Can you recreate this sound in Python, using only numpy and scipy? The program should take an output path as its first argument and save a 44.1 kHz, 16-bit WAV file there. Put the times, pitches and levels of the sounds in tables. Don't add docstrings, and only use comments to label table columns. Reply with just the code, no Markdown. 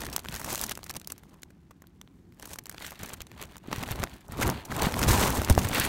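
import sys
import numpy as np
from scipy import signal
from scipy.fft import rfft, irfft
from scipy.io import wavfile
from scipy.ndimage import uniform_filter1d

SR = 44100
rng = np.random.default_rng(int(sys.argv[2]) if len(sys.argv) > 2 else 0)


def ratio(d):
    e = np.asarray(d, float) / 20
    return 10 ** e


def digitize_waveform(pressure):
    field = np.atleast_2d(pressure).T
    bounded = np.clip(field, -1, 1)
    quanta = np.round(bounded * 32767).astype(np.int16)
    wavfile.write(sys.argv[1], SR, quanta)


N = 259308
GRAIN = 4096

# pitch_hz, relative_level_db
HOME_SPECTRUM = [(20, -23), (65, -1), (118, -3.5), (182, 6.5), (232, -4), (350, -3), (450, -28), (750, -19),
                 (5000, -38), (7500, -45), (16000, -52)]
# pitch_hz, relative_level_db
RUMBLE_SPECTRUM = [(18, -32.5), (36, -10), (70, 0), (115, -5.5), (170, -9), (260, -9), (400, -15.5),
                   (900, -49.5)]
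# pitch_hz, relative_level_db
DRAG_SPECTRUM = [(200, -1.5), (400, -2), (1000, -0.5), (1600, -12), (3500, -40)]
# pitch_hz, relative_level_db
SCRAPE_SPECTRUM = [(800, -17), (1500, 5.5), (2200, 4), (4500, -1.5), (5400, -16)]
# pitch_hz, relative_level_db
FILM_SPECTRUM = [(400, -10.5), (2000, 0), (6800, -1), (15500, -2)]
# pitch_hz, gain_db
PORT_RESPONSE = [(3900, 0), (4850, 0.5), (5900, 3.5), (9300, 1.5), (10400, -1), (11800, 1), (15800, -2.5),
                 (16000, -32)]
# peak_s, rise_s, fall_s, crackle_db, scrape_db, drag_db
CAT_SHIFTS = [(0.0, .05, .2, -48, -46.5, -45), (.13, .03, .1, -54, -54, -48),
              (.355, .09, .035, -49, -44, -45), (.529, .22, .05, -39, -47.5, -41),
              (.633, .17, .06, -40, -50, -42.5), (.718, .08, .02, -56, -45.5, -49),
              (.903, .025, .022, -49, -51, -47), (.963, .04, .022, -60, -58, -47),
              (1.112, .04, .05, -64, -65, -63), (1.35, .5, .15, -76, -74, -64),
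              (2.429, .1, .3, -68, -62, -59), (2.536, .1, .03, -45, -57, -51.5),
              (2.67, .015, .5, -75, -67, -62), (2.83, .07, .2, -54, -50, -57),
              (2.875, .15, .045, -51, -52, -56), (2.998, .008, .2, -53, -52, -50.5),
              (3.038, .1, .08, -60, -48, -52), (3.135, .1, .025, -57, -50, -49),
              (3.218, .1, .03, -70, -55, -60), (3.43, .09, .045, -56, -45, -48),
              (3.53, .15, .08, -67, -59, -56), (3.66, .04, .2, -74, -58, -53),
              (3.725, .04, .25, -51, -44, -46), (3.83, .08, .04, -52, -46, -41),
              (3.918, .08, .04, -50, -40, -46), (4.031, .17, .06, -52, -47, -40.5),
              (4.13, .1, .1, -61, -54, -54), (4.335, .05, .03, -59, -48.5, -50),
              (4.388, .003, .2, -54, -48, -40), (4.421, .04, .035, -34, -37.5, -38),
              (4.48, .15, .07, -47, -40, -32), (4.58, .2, .1, -62, -46, -46),
              (4.71, .025, .15, -48.5, -48, -38), (4.85, .15, .08, -42, -35, -30),
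              (5.03, .2, .1, -41, -42, -35), (5.083, .012, .18, -27, -32, -24.5),
              (5.243, .3, .16, -32.5, -35, -27.5), (5.37, .08, .08, -42, -50, -34),
              (5.507, .03, .025, -34.5, -48, -31), (5.592, .05, .15, -40.5, -46, -36),
              (5.77, .14, .3, -39, -33, -35), (5.877, .3, .1, -39, -40, -38)]
# start_s, settling_cloth_db, hand_rumble_db, rumble_above_drag_db
CAT_UNREST = [(0, -63, -46, -1), (.22, -70, -46, -1), (.45, -62, -48, -1), (.7, -62, -48, -2),
              (.8, -67, -56, 0), (1.0, -70, -54, 0), (1.45, -77, -60, 0), (1.78, -83, -64, 0),
              (2.15, -80, -55, 0), (2.62, -88, -60, 6), (3.0, -80, -58, 3), (3.4, -70, -49, 0),
              (3.6, -84, -60, 3), (3.8, -60, -42, 2), (4.05, -62, -46, 2), (4.2, -68, -60, 4),
              (4.45, -70, -50, 9), (4.65, -70, -54, 0), (5.0, -52, -40, 3), (5.4, -44, -36, -2),
              (5.62, -52, -30, 3), (5.88, -50, -48, -3)]
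SETTLING_MIX = [-3, -1, 1]
# start_s, level_db, pitch_hz
PHONE_BUMPS = [(0.041, -33, 150), (0.142, -33, 153), (0.29, -31, 170), (0.972, -32, 147), (1.698, -44, 170),
               (3.031, -31, 152), (3.21, -34, 72.6), (3.684, -25, 267), (3.73, -27.5, 248),
               (3.781, -23, 120), (3.809, -26.5, 202), (3.91, -21, 113), (3.999, -21, 112),
               (4.034, -25, 189), (4.297, -30.5, 136), (4.397, -21.5, 200), (4.446, -19.5, 108),
               (4.464, -21, 227), (4.492, -18, 153), (4.699, -30, 210), (4.868, -15.5, 179),
               (5.047, -21, 198), (5.066, -16, 150), (5.078, -13, 120), (5.09, -11, 95), (5.108, -12, 62),
               (5.383, -18, 260), (5.501, -11, 167), (5.509, -3.5, 73), (5.498, -11, 600),
               (5.577, -14, 100), (5.578, -4, 720), (5.651, -17.5, 110), (5.802, -16.5, 208)]
# time_s, pitch_hz, level_db
FOLD_SQUEAK = [(4.417, 1200, -27), (4.424, 1544, -26.5), (4.431, 2130, -23), (4.437, 2130, -48)]
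# start_s, level_db, body_db, top_db, nominal_length_ms
SINGLE_SNAPS = [(0.0041, -36, 3, -6, 2.3), (0.0487, -35, 2, 1, 2.5), (0.0538, -34, -2, -8, 2.5),
                (0.0868, -37, 16.5, -12, 3.5), (0.136, -36, 7, 5, 4.2), (0.2005, -39, 5, 2, 2.1),
                (0.269, -45, 0, 11, 2.5), (0.2939, -41.5, -1, 11, 2.6), (0.311, -41, 6, -5, 4),
                (0.3943, -35, 11.5, 5, 10.5), (0.5038, -31, -1, -9, 3.9), (0.901, -36, 2, -5, 6.1),
                (2.7136, -43, 2, -9, 3.9), (2.724, -43, 4, -1, 3.7), (2.8213, -37, -2, -11, 4.6),
                (3.138, -36.5, -1, 3, 5), (3.8783, -30, 8, -5, 1.2), (4.7951, -28, 17, -2, 3.7),
                (4.8313, -26, 9, 4, 3.3), (4.922, -26, 7, -4, 2.8), (5.015, -26, 16, 5, 4.3),
                (5.3024, -25, 12, 4, 4.8), (5.3505, -32, 3.5, 10, 5.7), (5.4869, -22.5, 19, -17, 2.4),
                (5.5616, -29, 27, -8, 3.3), (5.6862, -31, 3, 8, 7.2), (5.8491, -25, 15, 16, 6),
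                (0.017, -34, 1.5, -7.5, 5.7), (0.0366, -34, 24, -8, 5.2), (0.066, -29, 6, -5, 2.8),
                (0.0992, -36.5, -16, -2, 2.4), (0.1268, -35.5, -1, -5, 9), (0.163, -15.5, 2, 5, 2.5),
                (0.1799, -30, 11, -6, 2.7), (0.1921, -33, -6, -8, 3.8), (0.2434, -40.5, 7.5, -9, 3.4),
                (0.2487, -32, 9.5, -4, 2), (0.2577, -33, 12, -9, 3.6), (0.2857, -26, -9.5, -15.5, 1.9),
                (0.324, -35, 1, 0, 3.5), (0.3415, -29.5, -1, -6, 2.2), (0.3518, -29.5, 3.5, 3, 1.9),
                (0.3619, -29, -4, -3, 2.3), (0.4152, -30, 20, 7, 2.1), (0.444, -31, 5, 1, 5.6),
                (0.5278, -25, -8, 9, 3.6), (0.5477, -23.5, 8, 3, 2.4), (0.5559, -24, -9, -2, 2.3),
                (0.577, -29, 7, 1, 4.4), (0.5939, -28, -14, -5, 2.3), (0.6138, -17, -3, 12, 1.4),
                (0.637, -25, 4.5, 1, 6.3), (0.6646, -30, -6, 5, 2.7), (0.6936, -27.5, 0, -1.5, 4.2),
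                (0.7107, -27.5, -3, -1, 3.7), (0.7174, -30, -3.5, -3, 5.6), (0.7523, -36, -10.5, -2, 3.3),
                (0.7741, -31.5, 15, 5, 3.4), (0.79, -40, 18, -1, 2.8), (0.8312, -35, -0.5, -9, 2.2),
                (0.8408, -35, -5, 4, 3.1), (0.8627, -41, 3.5, -6, 7.4), (0.8953, -32, -13, -7, 3.9),
                (0.909, -32, -4, -1, 3), (0.9391, -39, -9, -6, 3), (0.9493, -39, 6.5, -6, 2.5),
                (0.9551, -34.5, -2, -8, 1.9), (0.9646, -30.5, -7.5, -3, 5.3), (0.9977, -41.5, -11, -1, 3.2),
                (1.0145, -41.5, 0, -5, 3.2), (1.045, -44.5, -8, -10, 3.7), (1.0735, -24.5, 4.5, 9, 1.9),
                (1.1, -39, 2, -3, 5.8), (1.1037, -36, 5, -1, 2.2), (1.1201, -27, 13, 18, 3.3),
                (1.18, -33, 16, 11, 1.1), (1.2342, -47, 7, -7, 4.2), (1.3405, -51, 10, -2, 4.9),
                (1.4203, -48, -2, 0, 3.2), (1.4319, -35.5, 0, -8, 3.1), (1.5033, -52, 13, -5, 5.5),
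                (1.7078, -47.5, 12, -7, 8.1), (1.8202, -45.5, 15, 2.5, 3.5), (1.8398, -51, 23.5, -17, 3.4),
                (1.8703, -45, -7, 1, 1.5), (2.014, -37.5, -3, -9, 2.3), (2.0756, -46.5, -1, -25, 1.5),
                (2.3231, -52, 1, -8, 2.3), (2.3971, -40.5, 10, -2, 2.6), (2.4246, -39, -4, -9, 4.3),
                (2.4306, -36.5, 13, -7, 2.3), (2.4548, -37, 9, 4, 4.9), (2.4735, -39, 0, 12, 1.8),
                (2.5334, -34, -1, -1, 2.7), (2.5578, -37, 10, 0, 2.9), (2.5862, -31, 0, -3.5, 5.5),
                (2.6376, -46, -7, 14, 2.1), (2.6566, -37.5, -4, -6, 3.4), (2.6671, -36.5, 10, 6, 2.3),
                (2.6951, -31, 3.5, 4, 4), (2.745, -37.5, 8, -7, 3), (2.7808, -35, -3, -21, 2.9),
                (2.8095, -33, 21, -10, 1.4), (2.8646, -31.5, 1, -3, 2.4), (2.9067, -37, 3, 0, 3.3),
                (2.9192, -36, 20, 2, 3.1), (2.926, -40, 19, 0, 3.8), (2.9915, -42, -8, -4, 4.1),
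                (2.9556, -51, -4, -15, 4.4), (3.0319, -31.5, 13, 9.5, 5), (3.0587, -38, -6, 4, 3.5),
                (3.087, -38, 5, -21, 2.1), (3.1018, -39.5, 5, -22, 5.1), (3.1344, -32, -3, 4, 2.3),
                (3.205, -33, -3, -16, 2.6), (3.217, -32.5, -4, 0, 3.2), (3.2675, -46, -3, -7, 4.7),
                (3.316, -39.5, 11, -8, 2.2), (3.4138, -38, 3, -2, 5.4), (3.4251, -31, 6, -1, 2.7),
                (3.557, -39, 6, -14, 2.4), (3.5674, -36.5, 11, 2, 2), (3.5803, -44, -2, -1, 3.3),
                (3.6396, -49, 23, -3, 3.3), (3.7146, -26.5, 12.5, -9, 1.8), (3.7281, -21.5, 3, -14, 3.2),
                (3.7606, -29.5, 10, 0, 2.9), (3.8273, -32.5, 5.5, -2, 4.9), (3.8347, -27, 3, -14, 3.5),
                (3.8884, -26, 8, -7, 1.5), (3.9162, -26, 5, 6, 2.3), (3.9899, -32, 19, -17, 3),
                (3.9964, -35.5, 7, -2, 4.6), (4.0309, -20.5, 18, -9, 2.2), (4.0365, -21, 7, -8.5, 3.7),
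                (4.0724, -35.5, 9, -22, 1.9), (4.2084, -50, -5, 4, 2), (4.2817, -46.5, 4, 17, 2.4),
                (4.3208, -32, 22, 11, 2.8), (4.426, -25, 7.5, -5.5, 11), (4.4774, -26, 2, 14, 2.1),
                (4.4912, -19.5, 16, -10, 2.8), (4.4996, -19, 5, -0.5, 2), (4.6502, -40.5, -14, -3, 9.5),
                (4.7224, -27, 22.5, 1, 3), (4.7651, -27.5, 17, 9, 2.3), (4.8213, -17.5, 6, -2, 1.9),
                (4.869, -18.5, 15, -16, 1.7), (4.941, -22, 4, -13, 2.1), (4.9903, -24.5, 15.5, 8, 6.5),
                (5.0294, -19, 2, -5, 2.5), (5.037, -20.5, -4, -12.5, 1.8), (5.4168, -23, 17.5, 2, 2.9),
                (5.447, -23.5, -9, 0, 2.8), (5.4755, -19, 28, -15, 1.1), (5.4985, -15, 11.5, 3.5, 2.8),
                (5.5502, -28, -5, -9, 2.4), (5.5785, -16, 20, 0, 1.5), (5.6455, -27, 19, 1.5, 8),
                (5.6712, -25, 8, -12, 2.1), (5.7135, -30, 0, -25, 2.9), (5.7471, -19.5, 9, 3.5, 1.9),
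                (5.78, -24, 16, -3, 8), (5.798, -17, 0, 10, 3.3)]


def colour(x, points):
    hz, db = np.transpose(points)
    bins = np.fft.rfftfreq(len(x), 1 / SR) + 1
    gain = ratio(np.interp(np.log(bins), np.log(hz), db))
    y = irfft(rfft(x) * gain, len(x))
    return y / np.sqrt(np.mean(y ** 2))


def walk(rate):
    k = int(SR / rate)
    held = np.repeat(rng.standard_normal(N // k + 1), k)
    return 0.88 * uniform_filter1d(uniform_filter1d(held, k), k)[:N]


def add(out, s, grain):
    i = max(int(s * SR), 0)
    out[i:i + len(grain)] += grain[:len(out) - i]


def power_sum(levels_db):
    return 10 * np.log10(np.sum(ratio(2 * np.array(levels_db)), axis=0))


def swell(t, length_s):
    return t / length_s * np.exp(1 - t / length_s)


def creases(per_s, spread_db, length_s, hiss_db):
    sizes = ratio(spread_db * np.clip(rng.standard_normal(N), -3, 1.6))
    slips = (rng.random(N) < per_s / SR) * sizes
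    envelope = np.convolve(slips, swell(np.arange(400) / SR, length_s))[:N]
    envelope = envelope / np.sqrt(np.mean(envelope ** 2))
    return (envelope + ratio(hiss_db)) / np.sqrt(1 + ratio(2 * hiss_db))


def movement():
    rumble_steepness = 1.3
    t = np.arange(0, N, 32) / SR
    s, *columns = np.transpose(CAT_UNREST)
    cloth_db, hand_db, shake_db = (np.interp(t, s, c) for c in columns)
    peak_s, rise_s, fall_s, *layers = np.transpose(CAT_SHIFTS)[:, :, None]
    slope_db = -20 * np.maximum((peak_s - t) / rise_s, (t - peak_s) / fall_s)
    levels = []
    for layer_db, settle_db in zip(layers, SETTLING_MIX):
        shifts_db = power_sum(layer_db + slope_db)
        levels.append(power_sum([shifts_db, cloth_db + settle_db]))
    shaken_db = power_sum(layers[-1] + rumble_steepness * slope_db) + shake_db
    levels.append(power_sum([shaken_db, hand_db]))
    return [np.interp(np.arange(N) / SR, t, v) for v in levels]


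def home():
    return ratio(-59) * colour(rng.standard_normal(N), HOME_SPECTRUM)


def rumble(level_db):
    waver_db = 4.0 * np.clip(walk(45), -1.5, 2.5)
    return colour(rng.standard_normal(N), RUMBLE_SPECTRUM) * ratio(level_db + waver_db)


def bumps():
    cycles = 5.2
    out, t = np.zeros(N), np.arange(2 * GRAIN) / SR
    signs = rng.choice([-1, 1], len(PHONE_BUMPS))
    for (s, level_db, hz), sign in zip(PHONE_BUMPS, signs):
        decay = ratio(level_db - 60 * t * hz / cycles)
        add(out, s, sign * decay * np.sin(2 * np.pi * hz * t))
    return out


def squeak():
    s, hz, db = np.transpose(FOLD_SQUEAK)
    t = np.arange(N) / SR
    roughness_db = 3 * walk(700)
    level_db = np.interp(t, s, db, left=-200, right=-200) + roughness_db
    phase = 2 * np.pi * np.cumsum(np.interp(t, s, hz)) / SR
    return ratio(level_db) * np.sin(phase)


def drag(level_db):
    slips = creases(250, 2.8, 0.0014, hiss_db=-1.5 + 0.2 * (level_db + 45.5))
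    return colour(rng.standard_normal(N), DRAG_SPECTRUM) * slips * ratio(level_db)


def scrape(level_db):
    slips = creases(450, 3.1, 0.0014, hiss_db=-5.5 + 0.33 * (level_db + 38.5))
    return colour(rng.standard_normal(N), SCRAPE_SPECTRUM) * slips * ratio(level_db)


def crackle(level_db):
    slips = creases(400, 3.7, 0.00066, hiss_db=-2 + 0.47 * (level_db + 44))
    return colour(rng.standard_normal(N), FILM_SPECTRUM) * slips * ratio(level_db)


def catches():
    gain = ratio(1.8 * walk(90))
    return gain / np.sqrt(np.mean(gain ** 2))


def snap(noise, patch, body_db, top_db, length_ms):
    t = np.arange(len(noise)) / SR
    spectrum = [(200, body_db - 1), (600, body_db), (1500, body_db),
                (3500, 0.0046), (8000, top_db), (16000, top_db)]
    patches = list(zip(np.geomspace(300, 16000, len(patch)), 1.5 * patch))
    envelope = swell(t, 0.00033 * max(length_ms - .6, .4))
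    burst = colour(colour(noise, spectrum), patches) * envelope
    burst = burst * np.sqrt(np.sum(envelope ** 2) / np.sum(burst ** 2))
    tail_db = -26 + top_db / 2 - 60 * t / 0.044
    tail = noise[::-1] * ratio(tail_db) * np.minimum(t / 0.0017, 1)
    return burst + tail


def small_snaps(rustle_db):
    count, above_db, cap_db, spread_db = 90, 9, -30, 3
    out = np.zeros(N)
    times = rng.random(count) * N / SR
    chance = rng.standard_normal((count, GRAIN + 24 + 4))
    for s, row in zip(times, chance):
        size, body, top, length = row[-4:]
        level_db = min(rustle_db[int(s * SR)] + above_db, cap_db) + spread_db * size
        length_ms = 3 * ratio(3 * length)
        grain = snap(row[:GRAIN], row[GRAIN:-4], 5 + 8 * body, -5 + 8 * top, length_ms)
        add(out, s, ratio(level_db) * grain)
    return out


def snaps():
    out = np.zeros(N)
    chance = rng.standard_normal((len(SINGLE_SNAPS), GRAIN + 24))
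    for (s, level_db, body_db, top_db, length_ms), row in zip(SINGLE_SNAPS, chance):
        grain = snap(row[:GRAIN], row[GRAIN:], body_db, top_db, length_ms)
        add(out, s, ratio(level_db) * grain)
    return out


def scene():
    crackle_db, scrape_db, drag_db, rumble_db = movement()
    background = home() + rumble(rumble_db)
    rustle = catches() * (crackle(crackle_db) + scrape(scrape_db))
    cloth = rustle + drag(drag_db) + squeak()
    lesser = small_snaps(power_sum([crackle_db, scrape_db]))
    return (background + bumps() + cloth + lesser + snaps())[None]


def low_pass(x):
    return signal.sosfilt(signal.butter(12, 16970, fs=SR, output="sos"), x)


def record(dry):
    hz, db = np.transpose(PORT_RESPONSE)
    gain = ratio(np.interp(np.fft.rfftfreq(N, 1 / SR), hz, db))
    mix = irfft(rfft(dry) * gain, N)
    return low_pass(mix)


dry = scene()
out = record(dry)
digitize_waveform(out)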